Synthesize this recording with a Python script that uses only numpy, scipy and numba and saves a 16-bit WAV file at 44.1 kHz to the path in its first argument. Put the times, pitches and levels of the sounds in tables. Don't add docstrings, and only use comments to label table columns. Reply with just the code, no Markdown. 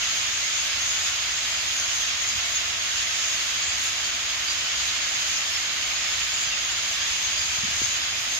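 import sys
import numpy as np
from scipy import signal
from scipy.fft import rfft, irfft, next_fast_len
from scipy.io import wavfile
from scipy.ndimage import map_coordinates
from numba import njit

SR = 44100
rng = np.random.default_rng(int(sys.argv[2]) if len(sys.argv) > 2 else 0)


def transcribe(u):
    v = np.clip(np.atleast_2d(u).T, -1, 1)
    q = np.round(v * 32767).astype(np.int16)
    wavfile.write(sys.argv[1], SR, q)


def linear_from_db(decibels):
    return 10 ** (np.asarray(decibels, float) / 20)


N = 369994

# (time [s], level [dB])
TRAFFIC_LEVEL = [
    (0.0, -54),
    (0.33, -57),
    (0.79, -54.5),
    (1.24, -56),
    (4.86, -54),
    (5.14, -56),
    (7.03, -52.5),
    (7.76, -50),
    (8.11, -52),
    (8.39, -56),
]
# (frequency [Hz], density [dB per Hz])
TRAFFIC_TONE = [(12, -49), (20, -12), (38, -18), (52, -1), (70, -1), (88, -0.5), (146, -13), (252, -11),
                (284, -12), (310, -11.5), (333, -13), (480, -14.5), (669, -3.5), (826, -6.5), (1300, -0.5),
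                (1690, -54), (2860, -120)]
# (frequency [Hz], correlation [-1 to 1])
STEREO_LIKENESS = [(100, 0.98), (250, 0.85), (500, 0.63), (850, 0.22), (1300, -0.11), (2250, 0.55),
                   (3000, -0.33), (4400, 0.035), (6000, 0.017)]
# (time [s], peak [dB], frequency [Hz], length [cycles])
FINGER_BUMPS = [(2.356, -36, 148, 1.4), (2.374, -34, 80.7, 1.6), (2.501, -37, 80.7, 1.4),
                (6.469, -34, 124, 1.3), (7.389, -37, 72.7, 1.8), (7.583, -30, 127, 1.4),
                (7.634, -25, 160, 1.4), (7.644, -26.5, 196, 2.2), (7.683, -31, 202, 1.4),
                (7.709, -34, 127, 1.4), (7.759, -40, 72.7, 1.4), (7.817, -21.5, 287, 0.96),
                (7.829, -30, 111, 2.1)]
# (frequency [Hz], density [dB per Hz])
LEFT_PORT_TONE = [(1205, -68.8), (3100, -62.0), (4306, -67.6), (5167, -67.5), (5512, -72.0), (6718, -58.4),
                  (8613, -89.7), (9043, -85.2), (10249, -90.1), (11800, -81.2), (12316, -81.4),
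                  (14211, -97.1), (15073, -106.4), (15245, -112.4)]
# (frequency [Hz], density [dB per Hz])
RIGHT_PORT_TONE = [(1205, -67.2), (3273, -59.9), (4220, -64.1), (5340, -62.3), (5770, -69.0), (6459, -60.2),
                   (7407, -70.9), (8613, -89.1), (9130, -86.7), (9991, -89.3), (11455, -87.5),
                   (12058, -90.2), (14211, -104.9), (15245, -116.7)]
# (time [s], swell [dB])
EXCITEMENT = [(0, 0.3), (.75, 0.5), (1.4, 0), (1.85, 0), (2.65, -.6), (3.1, 0), (3.35, 0.6), (4.2, -0.7),
              (4.8, 0.2), (5.25, 0.5), (5.65, -.5), (6.15, 0.3), (6.5, -0.3), (6.9, 0), (7.3, .4), (7.6, 0),
              (7.85, .6), (8.39, -1)]
# (time [s], rise [dB])
OUTBURSTS = [(0.77, -1), (1.1, 3), (1.54, 1.3), (1.78, 1.5), (1.95, 2.5), (2.22, 2), (2.53, 3.5), (3.3, .8),
             (3.85, 4.5), (4.07, 1.5), (4.84, 0.5), (5.3, 2), (6.38, -1.5), (6.9, 2), (7.28, -1),
             (7.82, 1.5), (8.38, 6)]
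# (time [s], length [s], start pitch [Hz], end pitch [Hz], level [dB])
CLEAR_NOTES = [(0.058, 0.086, 6579, 6688, -31), (0.27, 0.03, 6108, 5901, -33),
               (0.369, 0.026, 3978, 4030, -37.5), (3.635, 0.09, 7050, 7480, -38),
               (1.306, 0.028, 4933, 5168, -37.6), (1.745, 0.044, 6800, 6740, -31),
               (1.755, 0.074, 6370, 5900, -33), (1.84, 0.025, 6480, 6470, -31),
               (1.955, 0.041, 6180, 6150, -29), (2.0, 0.094, 6340, 6200, -29.5),
               (2.196, 0.039, 6323, 6349, -33), (3.368, 0.042, 4396, 4456, -34),
               (4.04, 0.025, 4541, 4500, -32.5), (4.475, 0.05, 4690, 4855, -28),
               (4.705, 0.036, 2550, 2821, -38), (5.366, 0.026, 5230, 5270, -31),
               (5.525, 0.049, 5130, 5450, -31), (6.229, 0.03, 6867, 7042, -32),
               (6.507, 0.039, 2767, 2731, -30.5), (6.74, 0.061, 6912, 7098, -33),
               (7.31, 0.026, 6592, 6680, -28), (8.175, 0.028, 6130, 6200, -32.5),
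               (2.295, 0.03, 4050, 4000, -37), (8.295, 0.12, 6276, 6406, -33.1)]
# (time [s], length [s], start pitch [Hz], end pitch [Hz], level [dB])
ROUGH_NOTES = [(0.541, 0.091, 6330, 6330, -35), (0.821, 0.11, 6230, 6900, -31.5),
               (1.673, 0.031, 6611, 6700, -31), (1.679, 0.21, 9645, 10800, -57),
               (1.726, 0.15, 6780, 6640, -31.5), (2.188, 0.12, 7442, 7076, -44),
               (2.267, 0.043, 6500, 6550, -28), (2.281, 0.038, 4943, 5131, -38),
               (2.547, 0.036, 6701, 6630, -25), (3.133, 0.058, 8324, 8306, -52),
               (3.612, 0.11, 7000, 7530, -35.5), (4.836, 0.071, 10894, 11535, -53),
               (4.875, 0.026, 3931, 4160, -31), (4.952, 0.033, 7475, 7600, -39),
               (5.328, 0.063, 5758, 6340, -34), (6.206, 0.03, 2656, 2461, -31),
               (6.313, 0.15, 6941, 7280, -34), (6.32, 0.145, 10615, 10500, -57),
               (6.709, 0.028, 7226, 7048, -32), (7.207, 0.068, 12046, 12768, -52),
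               (7.226, 0.053, 6300, 6388, -30.5), (7.811, 0.052, 6200, 6580, -30),
               (7.903, 0.081, 7006, 7000, -35), (8.343, 0.046, 11688, 11199, -56)]
# (time [s], period [s], start pitch [Hz], end pitch [Hz], level [dB], fade [dB per chirp])
FALLING_TRILL = (7.372, .014, 5200, 4600, -28, -1.5)

SQUEAK_FOLLOWS, SHRILL_FOLLOWS, RASP_FOLLOWS = 0.88, 1.8, 1
OUTBURST_HALF_S, SHRILL_SHARE = 0.043, 0.63
FLICKER_DB = 0.92
SPREAD_DB = 3
STRAY_S, STRAY_GLIDE = 0.035, 0.0795


def unit(x):
    return x / np.sqrt(np.mean(x ** 2) + 1e-20)


def along(points, hz):
    f, v = np.transpose(points)
    return np.interp(np.log(hz + 1), np.log(f + 1), v)


def curve(points):
    s, value = np.transpose(points)
    return np.interp(np.arange(N) / SR, s, value)


def filtered(x, response):
    size = next_fast_len(N + 8192)
    gain = response(np.fft.rfftfreq(size, 1 / SR))
    return irfft(rfft(x, size) * gain, size)[..., :N]


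def wobble(rate):
    knots = rng.standard_normal(int(N * rate / SR) + 4)
    return map_coordinates(knots, [np.arange(N) * rate / SR])


def diffuse():
    def mid_side_gain(hz):
        turn = np.arccos(np.clip(along(STEREO_LIKENESS, hz), -1, 1)) / 2
        return np.array([np.cos(turn), np.sin(turn)])

    mid, side = filtered(rng.standard_normal((2, N)), mid_side_gain)
    return unit(np.array([mid + side, mid - side]))


def street():
    level = curve(TRAFFIC_LEVEL)
    town = unit(filtered(diffuse(), lambda hz: linear_from_db(along(TRAFFIC_TONE, hz))))
    bass = filtered(town, lambda hz: 1 / (1 + (hz / 170) ** 8))
    engines = linear_from_db(0.64 * (level - level.mean())) * bass
    murmur = (town - bass) * linear_from_db(np.array([[-0.3], [0.3]]))
    hum = linear_from_db(-65.5) * np.sin(2 * np.pi * 361 * np.arange(N) / SR)
    return linear_from_db(-42) * (engines + murmur) + hum


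def fingers():
    x, t = np.zeros(N + SR), np.arange(SR // 8) / SR
    for s, db, hz, cycles in FINGER_BUMPS:
        u = t * hz / np.clip(cycles, 0.4, 6)
        thud = u * np.exp(-2.5 * u * u) * np.sin(2 * np.pi * hz * t)
        x[round(s * SR):][:len(t)] += linear_from_db(db + 6) * thud
    return x[:N]


def ports(hz):
    notch = linear_from_db(-2.1 * np.exp(-((hz - 5760) / 130) ** 2))
    no_bass = 1 / (1 + (1250 / (hz + 1)) ** 12) ** 0.5
    tone = linear_from_db(np.array([along(LEFT_PORT_TONE, hz), along(RIGHT_PORT_TONE, hz)]))
    return tone * np.sqrt(SR / 2) * notch * no_bass


def syrinx(width_hz):
    return unit(filtered(rng.standard_normal((2, N)), lambda hz: np.exp(-(hz / width_hz) ** 2)))


@njit
def sing(notes, flutter, edge, n, sr):
    out = np.zeros((2, n))
    for k in range(len(notes)):
        s, life, a, b, left, right, rough, lag = notes[k]
        start, size = max(int(s * sr), 0), int(life * sr)
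        spin, step = np.exp(7j * lag), np.exp(2j * np.pi * a / sr)
        glide, shift = np.exp(2j * np.pi * (b - a) / sr / size), np.exp(1j * lag)
        first = k * 7919 % (n - size)
        for i in range(min(size, n - start)):
            step *= glide
            spin *= step
            swell = min(1.0, i / size / edge, (1 - i / size) / edge)
            air_left = 1 - rough + rough * flutter[0, first + i]
            air_right = 1 - rough + rough * flutter[1, first + i]
            out[0, start + i] += left * swell * air_left * spin.imag
            out[1, start + i] += right * swell * air_right * (spin * shift).imag
    return out


def crowd(count):
    u = rng.random((count, 8))
    start = u[:, 0] * N / SR - 0.05
    pitch, life = 1300 * 3.6 ** u[:, 1], 0.018 * 5 ** u[:, 2]
    end = pitch * (1 + 0.1596 * (u[:, 3] - 0.5))
    size, pan = linear_from_db(-3 * np.log(u[:, 4] + 0.04)), linear_from_db(9 * (u[:, 5] - 0.5))
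    rough = 0.9 * u[:, 6]
    notes = [np.c_[start, life, k * pitch, k * end, size * pan, size / pan, rough, k * 40 * u[:, 7]]
             for k in range(1, 5)]
    x = sing(np.vstack(notes), syrinx(width_hz=315), 0.23, N, SR)
    hz, power = signal.welch(x.sum(0), SR, nperseg=128)
    floor = 0.0049 * power.max()
    return unit(filtered(x, lambda f: (np.interp(f, hz, power) + floor) ** -0.5))


def swells():
    mood, t = curve(EXCITEMENT), np.arange(N) / SR
    mood = mood - mood.mean()
    burst = sum(db * np.clip(1 - np.abs(t - s) / (2 * OUTBURST_HALF_S), 0, 1) for s, db in OUTBURSTS)
    burst = burst - burst.mean()
    squeaks = SQUEAK_FOLLOWS * mood + 0.15 * wobble(8)
    shrill = SHRILL_FOLLOWS * mood + SHRILL_SHARE * burst + FLICKER_DB * wobble(11)
    rasp = RASP_FOLLOWS * mood + burst + FLICKER_DB * wobble(9)
    return squeaks, shrill, rasp


def chorus():
    squeaks, shrill, rasp = swells()
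    wash = linear_from_db(-1.0) * diffuse() + linear_from_db(-6.5) * crowd(count=4000)
    low = filtered(wash, lambda hz: 1 / (1 + (hz / 5600) ** 20))
    high = filtered(wash, lambda hz: 1 - 1 / (1 + (hz / 8300) ** 20))
    return linear_from_db(squeaks) * low + linear_from_db(shrill) * (wash - low - high) + linear_from_db(rasp) * high


def strays(count, low_hz, octaves, over_db):
    u = rng.random((count, 5))
    pitch = low_hz * 2 ** (octaves * u[:, 1])
    end = pitch * (1 + STRAY_GLIDE * (u[:, 3] - 0.5))
    hiss_db = (along(LEFT_PORT_TONE, pitch) + along(RIGHT_PORT_TONE, pitch)) / 2
    return np.c_[u[:, 0] * N / SR, STRAY_S * 3 ** u[:, 2], pitch, end, hiss_db + over_db + 5 * u[:, 4]]


def trill(count):
    s, period, a, b, db, fade_db = FALLING_TRILL
    return [(s + k * period, 1.2 * period, a - 50 * k, b - 50 * k, db + fade_db * k) for k in range(count)]


def near(table, rough, width_hz, lift_db, stretch, scatter=1):
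    s, life, a, b, db = np.transpose(table)
    size = linear_from_db(db + lift_db) * np.sqrt(2 / np.mean(ports((a + b) / 2) ** 2, 0))
    seat = rng.random((len(s), 2))
    lag = scatter * (3 * seat[:, 0] - 1.5)
    pan = linear_from_db(scatter * SPREAD_DB * (3 * seat[:, 1] - 1.2) / 2)
    start = s - (stretch - 1) * life / 2
    roughness = np.clip(rough, 0, 1) + 0 * s
    notes = np.c_[start, stretch * life, a, b, size * pan, size / pan, roughness, lag]
    return sing(notes, syrinx(width_hz), 0.28, N, SR)


def soloists():
    clear = np.vstack([CLEAR_NOTES,
                       strays(count=20, low_hz=7400, octaves=0.8, over_db=27),
                       strays(count=70, low_hz=5900, octaves=0.3, over_db=20)])
    buzzy = np.vstack([ROUGH_NOTES, strays(count=24, low_hz=7400, octaves=0.73, over_db=23)])
    whistles = near(clear, rough=0.36, width_hz=110, lift_db=0.7, stretch=1.3)
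    buzzes = near(buzzy, rough=0.89, width_hz=450, lift_db=1.5, stretch=1.3)
    chirps = near(trill(count=7), rough=0.5, width_hz=350, lift_db=0.1, stretch=1.2, scatter=0.2)
    return whistles + buzzes + chirps


def flock():
    return linear_from_db(-0.04) * filtered(chorus() + soloists(), ports)


def scene():
    return street() + fingers() + flock()


def roll_off(x):
    return signal.sosfilt(signal.butter(12, 15700, fs=SR, output="sos"), x)


def record(dry):
    hz, t, z = signal.stft(dry, SR, window=("tukey", 1), nperseg=1024)
    hz = hz[:, None]
    chance = np.repeat(rng.standard_normal(len(t) // 2 + 1), 2)[:len(t)]
    edge_hz = np.maximum(14700 + 700 * chance, 13100)
    lift_db = np.clip((hz - 13800) / 250, 0, 8)
    kept = (hz < edge_hz) * linear_from_db(lift_db)
    fluttered = signal.istft(z * kept, SR, window=("tukey", 1), nperseg=1024)[1][:, :N]
    return roll_off(fluttered)


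dry = scene()
out = record(dry)
transcribe(out)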